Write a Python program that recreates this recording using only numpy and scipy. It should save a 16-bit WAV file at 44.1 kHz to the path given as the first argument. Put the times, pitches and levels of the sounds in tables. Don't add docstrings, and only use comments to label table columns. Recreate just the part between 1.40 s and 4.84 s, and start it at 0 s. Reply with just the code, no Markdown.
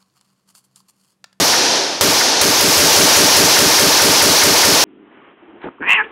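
import sys
import numpy as np
from scipy import signal
from scipy.fft import rfft, irfft, next_fast_len
from scipy.io import wavfile
from scipy.ndimage import uniform_filter1d

SR = 44100
rng = np.random.default_rng(int(sys.argv[2]) if len(sys.argv) > 2 else 0)


def persist_wave(psi):
    counts = np.round(np.clip(psi, -1, 1) * 32767).astype(np.int16)
    wavfile.write(sys.argv[1], SR, np.atleast_2d(counts).T)


N = 151704
LEAD = SR // 2
SIZE = N + LEAD

# (time [s], strength [dB])
SHOTS = [(-.265, 1), (-.0633, -3.5), (.6100, -0.5), (1.0134, 3), (1.2070, 9.5), (1.3693, 2), (1.393, 1),
         (1.5625, 2.5), (1.7644, 2), (1.9650, 2.5), (2.1874, 4.5), (2.3942, 2), (2.6176, 3), (2.8226, 3.5),
         (3.0340, 4), (3.2483, 3)]
# (delay of centre [s], length [s], centre frequency [Hz], level [dB])
ECHOES = [(.013, .016, 520, 11), (.023, .020, 400, 7.5), (.024, 0.04465, 74.54, -2.5),
          (.038, .024, 215, 5.5), (.045, .014, 418, 8.5), (.057, .020, 340, 6), (.071, .022, 470, 6.5),
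          (0.076, .030, 185, 0.5), (0.091, .028, 317, 2.5), (.116, .026, 813, 3), (.205, .050, 1477, -5)]
# (frequency [Hz], relative level per Hz [dB])
NEAR_SPECTRUM = [(30, -38), (45, -30), (68, 1), (130, -0.5), (200, -5.5), (330, -2.5), (520, 3.5),
                 (700, -10), (1000, 3.5), (1550, -1.5), (2200, -5), (3400, -9), (5000, -4), (6200, -5.5),
                 (7500, -25), (16000, -41)]
# (frequency [Hz], relative level per Hz [dB])
TREE_SPECTRUM = [(30, -42), (45, -36), (68, -11), (150, -7), (330, 4), (600, 4), (900, 6.5), (1100, -1.5),
                 (1600, -0.5), (2100, -4), (3200, -2), (4500, 4.5), (5700, 7.5), (6500, 3.5), (7600, -6.5),
                 (11000, -14.5), (13000, -22), (16000, -38)]
# (delay [s], spread [s], rise [dB])
TREE_SWELLS = [(.20, 0.021, 0.88), (.425, 0.018, 1.6), (.60, .02, 1.9)]
# (time [s], level [dB])
LEVEL = [(0, -1.5), (.6, -2), (1.199, -2), (1.599, 0), (2.05, -0.2), (2.25, -0.86), (3.398, -0.57)]
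# (frequency [Hz], gain [dB])
COLOUR = [(20, -18), (40, -18), (65, -9), (200, -3.5), (450, -2.5), (1000, -4), (3000, 0.5), (5700, -1),
          (8000, -1.5), (11500, 1.5), (13500, -1.5), (16000, -1.5)]

BLAST_S, BLAST_DB = 0.00079, 30.5
CRACK_LOW_HZ, CRACK_HIGH_HZ, CRACK_T60_S, CRACK_DB = 2400, 11800, 0.16, 12.5
PORT_HZ, PORT_WIDTH_HZ, PORT_T60_S, PORT_DB = 5300, 900, 0.049, 14
ECHO_WIDTH_OCT = 0.87
NEAR_DB, NEAR_T60_S = 15.5, 0.43
TAIL_DB, TAIL_RISE_S, TAIL_LOW_T60_S, TAIL_HIGH_T60_S = 9.5, 0.023, 1.63, 1.116
REPEAT_BELOW_HZ = 2920

KNEE = 5.9
HASH_LOW_HZ, HASH_HIGH_HZ, HASH_DB = 4230, 7120, -6.5
SMEAR_HZ, SMEAR_SHARPNESS = 5200, 0.24
AGC_THRESHOLD_DB, AGC_SLOPE = -9.5, 0.87
AGC_ATTACK_S, AGC_RELEASE_DB_PER_S = 0.0031, 53
PEAK_LIMIT = .95
CUTOFF_HZ = 15720


def trigger():
    clicks = np.zeros(SIZE)
    for time, db in SHOTS:
        clicks[LEAD + int(time * SR)] += from_db(db)
    return clicks


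def blast(clicks):
    t = np.arange(LEAD) / SR
    n_wave = from_db(BLAST_DB) * np.linspace(-1, 1, int(BLAST_S * SR))

    crack = band_noise(CRACK_LOW_HZ, CRACK_HIGH_HZ, SIZE)
    crack *= fresh_envelope(clicks, dying(t, CRACK_T60_S))

    port = band_noise(PORT_HZ - PORT_WIDTH_HZ / 2, PORT_HZ + PORT_WIDTH_HZ / 2, SIZE)
    port *= fresh_envelope(clicks, dying(t, PORT_T60_S))
    return play(clicks, n_wave) + from_db(CRACK_DB) * crack + from_db(PORT_DB) * port


def bank_echoes(clicks):
    response = np.zeros(SR)
    half_band = 2 ** (ECHO_WIDTH_OCT / 2)
    for delay, length, hz, db in ECHOES:
        size = int(length * SR)
        start = max(int((delay - length / 2) * SR), 0)
        burst = np.hanning(size) * band_noise(hz / half_band, hz * half_band, size)
        response[start:start + size] += from_db(db) * rms_one(burst)
    return play(clicks, response)


def near_scatter(clicks):
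    t = np.arange(2 * SR) / SR
    envelope = from_db(NEAR_DB) * dying(t, NEAR_T60_S)
    return scattered(clicks, NEAR_SPECTRUM, envelope, envelope)


def tree_tail(clicks):
    t = np.arange(2 * SR) / SR
    swells_db = sum(db * np.exp(-((t - delay) / spread) ** 2) for delay, spread, db in TREE_SWELLS)
    envelope = from_db(TAIL_DB + swells_db) * (1 - np.exp(-t / TAIL_RISE_S))
    low_envelope = envelope * dying(t, TAIL_LOW_T60_S)
    high_envelope = envelope * dying(t, TAIL_HIGH_T60_S)
    return scattered(clicks, TREE_SPECTRUM, low_envelope, high_envelope)


def scattered(clicks, spectrum, low_envelope, high_envelope):
    low, high = coloured_noise(spectrum, SIZE)
    repeating = play(clicks, low[:len(low_envelope)] * low_envelope)
    return repeating + high * fresh_envelope(clicks, high_envelope)


def scene():
    clicks = trigger()
    mono = blast(clicks) + bank_echoes(clicks) + near_scatter(clicks) + tree_tail(clicks)
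    mono = mono[LEAD:]
    return np.stack([mono, mono])


def overload(x):
    fine = signal.resample_poly(x, 2, 1, axis=1)
    fine = fine / (1 + np.abs(fine) ** KNEE) ** (1 / KNEE)
    flat = signal.resample_poly(fine, 1, 2, axis=1)

    pinned = uniform_filter1d(1.0 * (np.abs(x[0]) > 2), size=32)
    flat = flat + from_db(HASH_DB) * pinned * band_noise(HASH_LOW_HZ, HASH_HIGH_HZ, N)

    r = SMEAR_SHARPNESS
    poles = [1, -2 * r * np.cos(2 * np.pi * SMEAR_HZ / SR), r * r]
    return signal.lfilter(poles[::-1], poles, flat)


def gain_control(x):
    power = uniform_filter1d(x[0] ** 2, size=128)
    level_db = 10 * np.log10(np.maximum(power, 1e-12))
    wanted_cut_db = AGC_SLOPE * np.maximum(level_db - AGC_THRESHOLD_DB, 0)

    recovery_db = AGC_RELEASE_DB_PER_S * np.arange(N) / SR
    cut_db = np.maximum.accumulate(wanted_cut_db + recovery_db) - recovery_db

    r = np.exp(-1 / (AGC_ATTACK_S * SR))
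    smooth_cut_db, _ = signal.lfilter([1 - r], [1, -r], cut_db, zi=[r * cut_db[0]])
    return x * from_db(-smooth_cut_db)


def record(dry):
    x = gain_control(overload(dry))
    x = x * from_db(np.interp(np.arange(N) / SR, *np.transpose(LEVEL)))

    size = next_fast_len(SIZE)
    hz = np.maximum(np.fft.rfftfreq(size, 1 / SR), 1)
    x = irfft(rfft(x, size) * from_db(at_hz(COLOUR, hz)), size)[:, :N]

    x = np.clip(x, -PEAK_LIMIT, PEAK_LIMIT)
    top_cut = signal.firwin(801, CUTOFF_HZ, fs=SR)
    return signal.fftconvolve(x, top_cut[None], "same", axes=1)


def coloured_noise(spectrum, size):
    fast = next_fast_len(size)
    hz = np.maximum(np.fft.rfftfreq(fast, 1 / SR), 1)
    gain = rms_one(from_db(at_hz(spectrum, hz)))
    alike = 1 / (1 + (hz / REPEAT_BELOW_HZ) ** 3)
    parts = []
    for share in (alike, 1 - alike):
        white = rfft(rng.standard_normal(fast))
        parts.append(irfft(white * gain * np.sqrt(share), fast)[:size])
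    return parts


def band_noise(low, high, size):
    sos = signal.butter(2, [low, min(high, SR / 2 - 1)], "band", fs=SR, output="sos")
    noise = signal.sosfilt(sos, rng.standard_normal(size + LEAD))
    return rms_one(noise[LEAD:])


def play(clicks, response):
    out = np.zeros(SIZE + len(response))
    for i in np.flatnonzero(clicks):
        out[i:i + len(response)] += clicks[i] * response
    return out[:SIZE]


def fresh_envelope(clicks, envelope):
    return np.sqrt(play(clicks ** 2, envelope ** 2))


def dying(t, t60):
    return np.exp(-np.log(1000) * t / t60)


def from_db(db):
    return 10 ** (np.asarray(db) / 20)


def rms_one(x):
    return x / np.sqrt(np.mean(x ** 2) + 1e-20)


def at_hz(points, hz):
    f, value = np.transpose(points)
    return np.interp(np.log(hz), np.log(f), value)


dry = scene()
out = record(dry)
persist_wave(out)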